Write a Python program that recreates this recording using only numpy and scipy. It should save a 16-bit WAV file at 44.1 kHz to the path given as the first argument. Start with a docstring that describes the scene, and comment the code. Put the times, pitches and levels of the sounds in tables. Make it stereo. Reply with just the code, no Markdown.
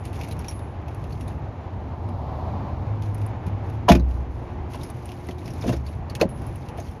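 """Distant traffic rumbles over a car lot while a jacket rustles and keys jingle close by. A car passes
with a swell of tyre noise and engine tones. A rear door slams, a handle is pulled, and the front door
unlatches and swings into its stop. The fabric is a spray of tiny snaps; the keys tick and ring. Each
blow on a door rings its panel and cracks at the latch, and the cabin air booms as a door seals or unseals."""
import sys
import numpy as np
from scipy import signal
from scipy.fft import rfft, irfft
from scipy.io import wavfile

SR = 44100
rng = np.random.default_rng(int(sys.argv[2]) if len(sys.argv) > 2 else 0)


def materialize(psi):
    """Save the field psi as 16-bit PCM at rate SR to the path in sys.argv[1].

    A 1-D psi becomes a single channel; in a 2-D psi each row is a channel.
    """
    bounded = np.clip(np.atleast_2d(psi).T, -1, 1)
    quanta = np.round(bounded * 32767).astype(np.int16)
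    wavfile.write(sys.argv[1], SR, quanta)


N = 308700
TIME = np.arange(N) / SR

# The crisp colour of jacket and keys. Each row: frequency in Hz, relative level in dB.
RUSTLE_SPECTRUM = [(900, -33), (1500, -8.5), (2200, -1.5), (2700, -5.5), (3300, -8.5), (5300, -9),
                   (6600, -9), (8100, -13), (9600, -9), (10500, -11.5), (12400, -16.5), (14000, -22),
                   (16000, -41)]
# The colour of door hardware cracking or scraping. Each row: frequency in Hz, relative level in dB.
HARDWARE_SPECTRUM = [(650, -4.5), (1150, -2), (1500, -4), (2400, -16.5), (4000, -15.5), (6400, -17.5),
                     (8300, -19.5), (11800, -28), (14000, -27), (16000, -52)]


def from_db(db):
    return 10 ** (np.asarray(db) / 20)


def rms_one(x):
    return x / np.sqrt(np.mean(x ** 2) + 1e-20)


def in_time(rows):
    s, *columns = np.transpose(rows)
    return [np.interp(TIME, s, c) for c in columns]


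def at_hz(points, hz):
    table = np.array(points)
    return np.interp(np.log(hz + 1), np.log(table[:, 0] + 1), table[:, 1])


def fade(t, t60):
    return from_db(-60 * t / max(t60, .003))


def drift(rate_hz):
    """A smooth random wander with rms 1."""
    r = np.exp(-80 * np.pi * rate_hz / SR)
    slow = signal.lfilter([1], [1, -2 * r, r * r], rng.standard_normal(N // 40 + 2002))[2000:]
    return np.interp(np.arange(N) / 40, np.arange(len(slow)), rms_one(slow))


def colour(x, spectrum):
    """Shapes a signal by a spectrum in dB and sets its rms to 1."""
    hz = np.fft.rfftfreq(x.shape[-1], 1 / SR)
    return rms_one(irfft(rfft(x) * from_db(at_hz(spectrum, hz)), x.shape[-1]))


def resonate(x, hz, width_hz):
    """A band resonance with gain 1 at its peak."""
    r = np.exp(-np.pi * width_hz / SR)
    feedback = [1, -2 * r * np.cos(2 * np.pi * hz / SR), r * r]
    return signal.lfilter([(1 - r * r) / 2, 0, (r * r - 1) / 2], feedback, x)


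def diffuse(spectrum):
    """Noise from all around: centred in the bass, widest in the midrange."""
    # How alike the two sides are. Each row: frequency in Hz, likeness from 0 to 1.
    likeness = [(60, 1), (130, 0.95), (290, 0.79), (640, 0.43), (1400, 0.075), (3100, 0.47), (6800, 0.35),
                (15000, 1)]
    alike = np.clip(at_hz(likeness, np.fft.rfftfreq(N, 1 / SR)), 0, 1)
    mid, side = rfft(rng.standard_normal((2, N)))
    pair = np.sqrt(1 + alike) * mid + np.sqrt(1 - alike) * side * [[1], [-1]]
    return colour(irfft(pair, N), spectrum)


def tone(rows, waver_db):
    """A wavering sine on a pitch curve, faded in and out."""
    hz, level_db = in_time(rows)
    start, end = rows[0][0], rows[-1][0]
    gate = np.interp(TIME, [start, start + 0.11, end - .1, end], [0, 1, 1, 0])
    sine = np.sqrt(2) * np.sin(2 * np.pi * np.cumsum(hz) / SR)
    return gate * from_db(level_db + waver_db * drift(11)) * sine


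def strokes(rows, rise_db_per_s, fall_db_per_s, rest_db):
    """Level in dB of movements that rise, hold and fall back to rest."""
    level_db = np.full(N, float(rest_db))
    for s, hold, peak_db in rows:
        before, after = np.maximum(s - TIME, 0), np.maximum(TIME - s - hold, 0)
        level_db = np.maximum(level_db, peak_db - rise_db_per_s * before - fall_db_per_s * after)
    return level_db


def add(out, s, piece, pan_db=0):
    """Mixes a piece in at s seconds; positive pan is to the left."""
    at = round(s * SR)
    out[:, at:at + len(piece)] += piece[:N - at] * from_db([[pan_db / 2], [-pan_db / 2]])


def traffic():
    """Distant traffic all around: a lumpy rumble under a smoother roar."""
    # The traffic's ebb and flow. Each row: time in seconds, relative rumble and roar levels in dB.
    swells = [(0.0, -30.5, -51), (0.37, -28, -51), (0.6, -33, -51.5), (1.0, -30.5, -51), (1.65, -34.5, -51),
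              (2.1, -32, -53), (2.55, -31.5, -50.5), (3.1, -29.5, -50.5), (3.7, -33, -50),
              (4.05, -29.5, -53), (4.4, -33.5, -51), (5.2, -33.5, -53.5), (6.2, -32.5, -52.5),
              (7.0, -36, -54)]
    # The colours of the two layers. Each row: frequency in Hz, relative level in dB.
    rumble_spectrum = [(12, -67), (20, -26), (36, -12), (81, 4), (129, -2), (192, -12.5), (238, -10),
                       (359, -16), (403, -22), (600, -28), (780, -42), (1320, -120)]
    roar_spectrum = [(180, -44), (300, -3.5), (423, -4.5), (550, -5.5), (828, -2), (1100, -8.5),
                     (1400, -15), (2400, -22), (3300, -30), (4930, -39), (7300, -43.5), (9490, -84),
                     (11900, -74), (15500, -72)]
    rumble_db, roar_db = in_time(swells)
    rumble = from_db(rumble_db + 1.7 * drift(1.5)) * diffuse(rumble_spectrum)
    roar = from_db(roar_db + 11 + 1.1 * drift(4.8)) * diffuse(roar_spectrum)
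    return rumble + roar


def ringing_keys():
    """Keys hanging free ring until touched; the small one has two close modes that beat."""
    # When each key rings. Each row: start in seconds, level in dB, stop in seconds.
    small_rings = [(0.0, -61, .03), (.06, -59, .11), (.34, -72, .39), (.484, -44.5, .76), (1.209, -61, 1.5),
                   (4.835, -52, 4.9), (5.058, -70, 5.12), (5.885, -59, 5.94), (6.293, -50.5, 6.47),
                   (6.47, -58, 6.68), (6.685, -63, 6.76), (6.92, -70, 7.0)]
    large_rings = [(.391, -53, .42), (.484, -30.5, .78), (1.209, -52, 1.5), (4.835, -61, 4.9),
                   (5.459, -56, 5.5), (5.767, -63, 5.85)]
    # Each key's modes. Each row: frequency in Hz, relative level in dB, t60 in seconds.
    small_modes = [(10600, 0, .5), (10613, -6, .4)]
    large_modes = [(5590, 0, .075)]
    out = np.zeros((2, N))
    for rings, modes in [(small_rings, small_modes), (large_rings, large_modes)]:
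        for s, level_db, until in rings:
            t = TIME[:round((until - s) * SR)]
            release = np.clip((t[-1] - t) / 0.0072, 0, 1)
            for hz, mode_db, t60 in modes:
                ring = fade(t, t60) * np.sin(2 * np.pi * hz * t)
                add(out, s, from_db(level_db + mode_db) * release * ring)
    return out


def jacket_rustle(snaps_per_s=5000, clump_db=3, clinks_per_s=500):
    """Stiff fabric gives clumps of tiny snaps, with faint clinks from the bunch of keys."""
    # Jacket and keys moving. Each row: start in seconds, hold in seconds, relative level in dB.
    moves = [(0.05, .01, -49), (0.14, 0.15, -49), (0.4, 0.0087, -52), (0.48, .02, -47), (0.9, 0.16, -60.5),
             (1.1, 0.12, -57), (1.28, .01, -52.5), (3.03, 0.033, -52.5), (3.15, .13, -60),
             (3.48, 0.0077, -66), (3.64, 0.11, -60), (4.09, 0.098, -58.5), (4.3, 0.23, -63),
             (4.71, 0.18, -51.5), (4.95, 0.38, -55), (5.39, 0.12, -52.5), (5.55, 0.12, -51.5),
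             (5.68, 0.01, -39.5), (5.86, 0.077, -54), (6.295, 0.0087, -60), (6.36, 0.3, -56.5),
             (6.78, 0.12, -51.5)]
    snapping = rng.random((2, N)) < snaps_per_s * from_db(clump_db * drift(30)) / SR
    strength = from_db(3.3 * np.minimum(rng.exponential(1, N), 5))
    mid, side = snapping * strength * rng.choice([-1, 1], N)
    snaps = colour(mid + 0.18 * side * [[1], [-1]], RUSTLE_SPECTRUM)
    touches = (rng.random(N) < clinks_per_s / SR) * rng.standard_normal(N) + 1e-18
    pitches, struck = np.geomspace(2200, 13000, 24), rng.integers(0, 24, N)
    clinks = sum(resonate(touches * (struck == k), hz, width_hz=200) for k, hz in enumerate(pitches))
    moving_db = strokes(moves, rise_db_per_s=602, fall_db_per_s=186, rest_db=-69)
    return from_db(moving_db - 4) * (snaps + from_db(-5) * colour(clinks, RUSTLE_SPECTRUM))


def key_ticks(t60=0.066):
    """Keys knock together: a short scratch, a pitched clink and ping, and a thin treble chink."""
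    # Key against key. Each row: start in seconds, relative level in dB, pitch in Hz,
    # relative treble level in dB.
    ticks = [(0.053, -35.5, 2540, -40), (0.1297, -38, 2600, -50), (0.1544, -41, 2620, -51),
             (0.212, -29, 2640, -51), (0.2344, -32, 2600, -60), (0.246, -35, 2150, -59),
             (0.285, -37, 2640, -42), (0.3113, -31.5, 4060, -43), (0.322, -35, 2840, -38),
             (0.3663, -42, 2500, -65), (0.3912, -38, 5570, -37), (0.4444, -34, 2530, -61),
             (0.483, -29, 5960, -40), (0.5104, -36, 2650, -39), (0.5914, -44, 3670, -50),
             (0.882, -39.5, 2570, -69), (0.946, -45, 2600, -49), (1.04, -39.5, 2700, -57),
             (1.1238, -37.5, 4390, -73), (1.209, -39, 2620, -47), (1.2794, -45, 3820, -44.5),
             (2.0887, -46, 2750, -58), (3.022, -35, 2960, -63), (3.1456, -48, 2470, -38.5),
             (3.181, -48, 2500, -50), (3.2153, -38, 2320, -55), (3.263, -58, 2720, -43),
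             (3.465, -39, 2390, -49), (3.4813, -43, 2430, -63), (3.699, -42, 2370, -54),
             (3.968, -49, 5500, -57), (4.11, -44.5, 2880, -68), (4.735, -32.5, 2700, -57),
             (4.7536, -36.5, 2580, -52), (4.813, -40, 3700, -60), (4.8329, -31.5, 5230, -37),
             (4.9, -45, 2400, -38.5), (5.0556, -42, 2490, -42), (5.09, -35, 2830, -66),
             (5.118, -35.5, 2920, -71), (5.268, -45, 2690, -47), (5.309, -35.5, 3140, -62),
             (5.383, -40.5, 3660, -65), (5.458, -34.5, 5100, -63), (5.478, -32, 2610, -59),
             (5.5044, -39, 5650, -51), (5.5354, -42, 5300, -44), (5.6116, -34, 5200, -61),
             (5.622, -32.5, 3700, -62), (5.667, -37, 6100, -50), (5.765, -39, 5500, -62),
             (5.8647, -37, 4500, -66), (6.098, -31, 4400, -60), (6.1513, -23.5, 2610, -48),
             (6.29, -45, 2860, -47), (6.4186, -47, 2460, -49), (6.4662, -54, 2480, -43),
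             (6.557, -46, 2720, -44), (6.686, -34.5, 2850, -64), (6.7742, -40, 2700, -50),
             (6.8, -34.5, 6370, -49), (6.912, -49, 5420, -50)]
    out, t = np.zeros((2, N)), TIME[:SR // 8]
    for s, level_db, hz, treble_db in ticks:
        pan_db = 2 + 4.5 * rng.standard_normal()
        white = rng.standard_normal((3, len(t))) * np.minimum(t / 0.00055, 1)
        scratch = colour(white[0], RUSTLE_SPECTRUM) * (fade(t, t60) + 0.8 * fade(t, 0.0082))
        clink = resonate(white[1] * fade(t, 0.99 * t60), hz, width_hz=350)
        ping = fade(t, t60=0.019) * np.sin(2 * np.pi * hz * t)
        body = from_db(-13) * scratch + from_db(4.5) * clink + from_db(-10.5) * ping
        burst = white[2] * fade(t, 0.5 * t60)
        chink = resonate(burst, 9660, width_hz=850) + from_db(-22) * resonate(burst, 11400, width_hz=810)
        add(out, s, from_db(level_db) * body + from_db(treble_db + 12) * chink, pan_db)
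    return out


def passing_car(closest_s=2.45, closest_db=-35.5, width_s=0.43):
    """Tyre noise swells and falls with distance; an exhaust note and an engine drone follow."""
    # Tyres on the road. Each row: frequency in Hz, relative level in dB.
    tyre_spectrum = [(350, -21.5), (550, -1), (750, 3), (1000, -0.5), (1300, -12.5), (2000, -38),
                     (4000, -29), (8000, -50)]
    # The car's two tones. Each row: time in seconds, pitch in Hz, level in dB.
    exhaust_note = [(2.4, 201.6, -52.5), (2.63, 198, -40), (2.8, 217, -46)]
    engine_note = [(2.7, 101.4, -52), (2.85, 104.8, -30), (3.3, 103.3, -27), (3.43, 103, -47),
                   (3.5, 99.1, -26.5), (3.68, 104.7, -39), (3.9, 110.6, -22.5)]
    distance_squared = 1 + ((TIME - closest_s) / width_s) ** 2
    tyres = from_db(closest_db) / distance_squared * diffuse(tyre_spectrum)
    engine = tone(engine_note, waver_db=-1.5) * from_db([[1], [-1]])   # a little to the left
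    return tyres + tone(exhaust_note, waver_db=7.5) + engine


def door_blows(crack_low_hz=1190):
    """Each blow rings the panel modes nearest its pitch most, and cracks and rattles at the latch."""
    # Blows on the doors. Each row: start in seconds, relative panel level in dB, panel pitch in Hz,
    # ring-time factor, relative crack level in dB, latch pitch in Hz, left minus right in dB.
    blows = [(3.469, -21, 170, 0.34, -52, 2400, 2), (3.882, 5, 900, 0.17, -38, 1690, -2),
             (3.887, 3, 750, 0.66, -19, 2930, 1), (3.897, -5, 690, 0.27, -20, 3440, 2),
             (3.904, -1.5, 205, 0.52, -24.5, 2040, 0), (3.918, -3.5, 171, 0.37, -18, 2440, 2.5),
             (3.951, -7, 265, 0.4, -29, 2520, 1.5), (3.997, -14.5, 206, 0.25, -46.5, 4000, 0.5),
             (4.745, -17.5, 1042, 0.27, -45, 2640, 1), (5.287, -22.5, 600, .3, -43, 2060, 3),
             (5.290, -16.5, 250, 0.2, -49, 2100, 1), (5.639, -18, 550, 0.47, -48, 2500, 6.5),
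             (5.658, -15.5, 350, 0.37, -52, 3020, 2.5), (5.677, -14, 250, 0.64, -37, 3330, 2),
             (5.692, -16.5, 630, 0.54, -38.5, 2770, 8), (5.730, -17, 420, 0.35, -43, 3650, 5),
             (6.2122, -40, 600, 0.1, -22.5, 2580, 2.5), (6.2135, 0.5, 473, 0.25, -30, 4430, 6.5),
             (6.220, -8, 506, 0.38, -37, 2100, 8), (6.225, -6.5, 614, 0.25, -50, 2740, 7),
             (6.232, -14.5, 348, 0.36, -47, 2000, -6), (6.254, -4, 260, 0.11, -59, 2020, 3),
             (6.782, -21.5, 607, 0.47, -46, 2180, 2)]
    # The panel's modes. Each row: frequency in Hz, relative level in dB, base t60 in seconds.
    panel_modes = [(128.3, 8.5, 0.28), (181.4, 4, 0.4), (205, 4, 0.18), (250, 7.5, 0.15), (340.5, 3, 0.27),
                   (337, -13.5, 0.083), (415, -12, 0.39), (458, 8.5, 0.08), (544, -6.5, 0.35),
                   (623, -4, 0.25), (690, 2, 0.19), (844, -7.5, 0.23), (986, 1, 0.11), (1042, -3.5, 0.16)]
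    out, t = np.zeros((2, N)), TIME[:SR // 3]
    hz, mode_db, t60 = np.transpose(panel_modes)[:, :, None]
    low_cut = signal.butter(2, crack_low_hz, "high", fs=SR, output="sos")   # a small latch has no bass
    for s, panel_db, pitch_hz, ring_factor, crack_db, latch_hz, pan_db in blows:
        near_db = -14 * np.abs(np.log2(hz / pitch_hz))
        decay_db = -60 * t / (t60 * ring_factor)
        gain_scatter, phase_scatter = rng.random((2, len(panel_modes), 1))
        # bending waves arrive at slightly different moments, so the modes start out of step
        waves = np.sin(2 * np.pi * (hz * t + 0.46 * phase_scatter))
        modes = from_db(mode_db + near_db + 5.2 * gain_scatter + decay_db) * waves
        panel = from_db(panel_db - 8.5) * modes.sum(axis=0) * np.minimum(t / 0.0052, 1)
        # a sharp snap, then a rattle that lasts longer when the panel rings longer
        rattle_t60 = 0.033 + 0.1 * ring_factor
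        envelope = (fade(t, rattle_t60) + 1.25 * fade(t, 0.0085)) * np.minimum(t / 0.0011, 1)
        crack = envelope * signal.sosfilt(low_cut, colour(rng.standard_normal(len(t)), HARDWARE_SPECTRUM))
        rattle = resonate(rng.standard_normal(len(t)) * fade(t, rattle_t60), latch_hz, width_hz=320)
        ping = fade(t, t60=0.022) * np.sin(2 * np.pi * latch_hz * t)
        latch = from_db(3.5) * crack + from_db(15) * rattle + from_db(1.5) * ping
        add(out, s, panel + from_db(crack_db) * latch, pan_db)
    return out


def cabin_boom():
    """Low modes of the cabin air swell and die away when a door seals or unseals."""
    # Air modes. Each row: start in seconds, level in dB, pitch in Hz, t60 and rise time in seconds.
    booms = [(3.903, -11.5, 62.8, 1.26, 0.0086), (3.905, -26, 69.5, 1, 0.0062),
             (3.905, -33, 35.5, 2, 0.025), (5.691, -15, 123, 0.36, 0.01), (5.70, -22, 69.7, 0.84, .02)]
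    out, t = np.zeros((2, N)), TIME[:SR]
    for s, level_db, hz, t60, rise in booms:
        envelope = (1 - np.exp(-t / rise)) * fade(t, t60)
        add(out, s, from_db(level_db) * envelope * np.sin(2 * np.pi * hz * t))
    return out


def thin_hum():
    """A faint, nearly steady hum hangs in the air after the slam."""
    # The hum's course. Each row: time in seconds, pitch in Hz, level in dB.
    hum_note = [(4.05, 357.4, -55), (4.55, 356.6, -51), (5.37, 358, -45.5), (5.6, 350.5, -51)]
    return tone(hum_note, waver_db=2)


def door_scrape():
    """The handle linkage and the door stop slide with dense, uneven friction."""
    # Sliding contacts. Each row: start in seconds, hold in seconds, level in dB.
    slides = [(5.62, .045, -47), (5.685, 0.009, -43), (5.725, 0.018, -38), (6.202, .009, -34)]
    sliding_db = strokes(slides, rise_db_per_s=2500, fall_db_per_s=1500, rest_db=-120)
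    return from_db(sliding_db + 1.4 * drift(60)) * colour(rng.standard_normal(N), HARDWARE_SPECTRUM)


def scene():
    """Jacket, keys and doors up close, traffic all around."""
    background = traffic() + passing_car() + thin_hum()
    jacket_and_keys = ringing_keys() + jacket_rustle() + key_ticks()
    return background + jacket_and_keys + door_blows() + cabin_boom() + door_scrape()


def record(dry):
    """Two microphone ports differ in phase and level; peaks are rounded and the top is cut."""
    # Balance between the ports. Each row: frequency in Hz, left minus right in dB.
    balance = [(60, 3), (110, 1), (200, 2), (380, 1.5), (700, 0.0), (1290, -1.5), (2380, 0), (4400, 2.5),
               (8120, 0), (15000, -2)]
    # Phase between the ports. Each row: frequency in Hz, the left port's lead in half turns.
    phase_lead = [(20, 0), (600, -.05), (1290, -.4), (2400, .1), (3200, .25), (4100, 0), (6100, .05),
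                  (7670, -1), (8900, -1), (10400, -2), (13000, -2), (14000, -3), (15600, -3), (16400, -2)]
    hz = np.fft.rfftfreq(N, 1 / SR)
    left = from_db(at_hz(balance, hz) / 2) * np.exp(1j * np.pi / 2 * at_hz(phase_lead, hz))
    ports = irfft(rfft(dry) * [left, 1 / left], N)
    rounded = 1.174 * np.tanh(ports / 1.134)
    high_cut = signal.cheby2(12, 70, 16600, fs=SR, output="sos")
    return signal.sosfilt(high_cut, rounded)


dry = scene()
out = record(dry)
materialize(out)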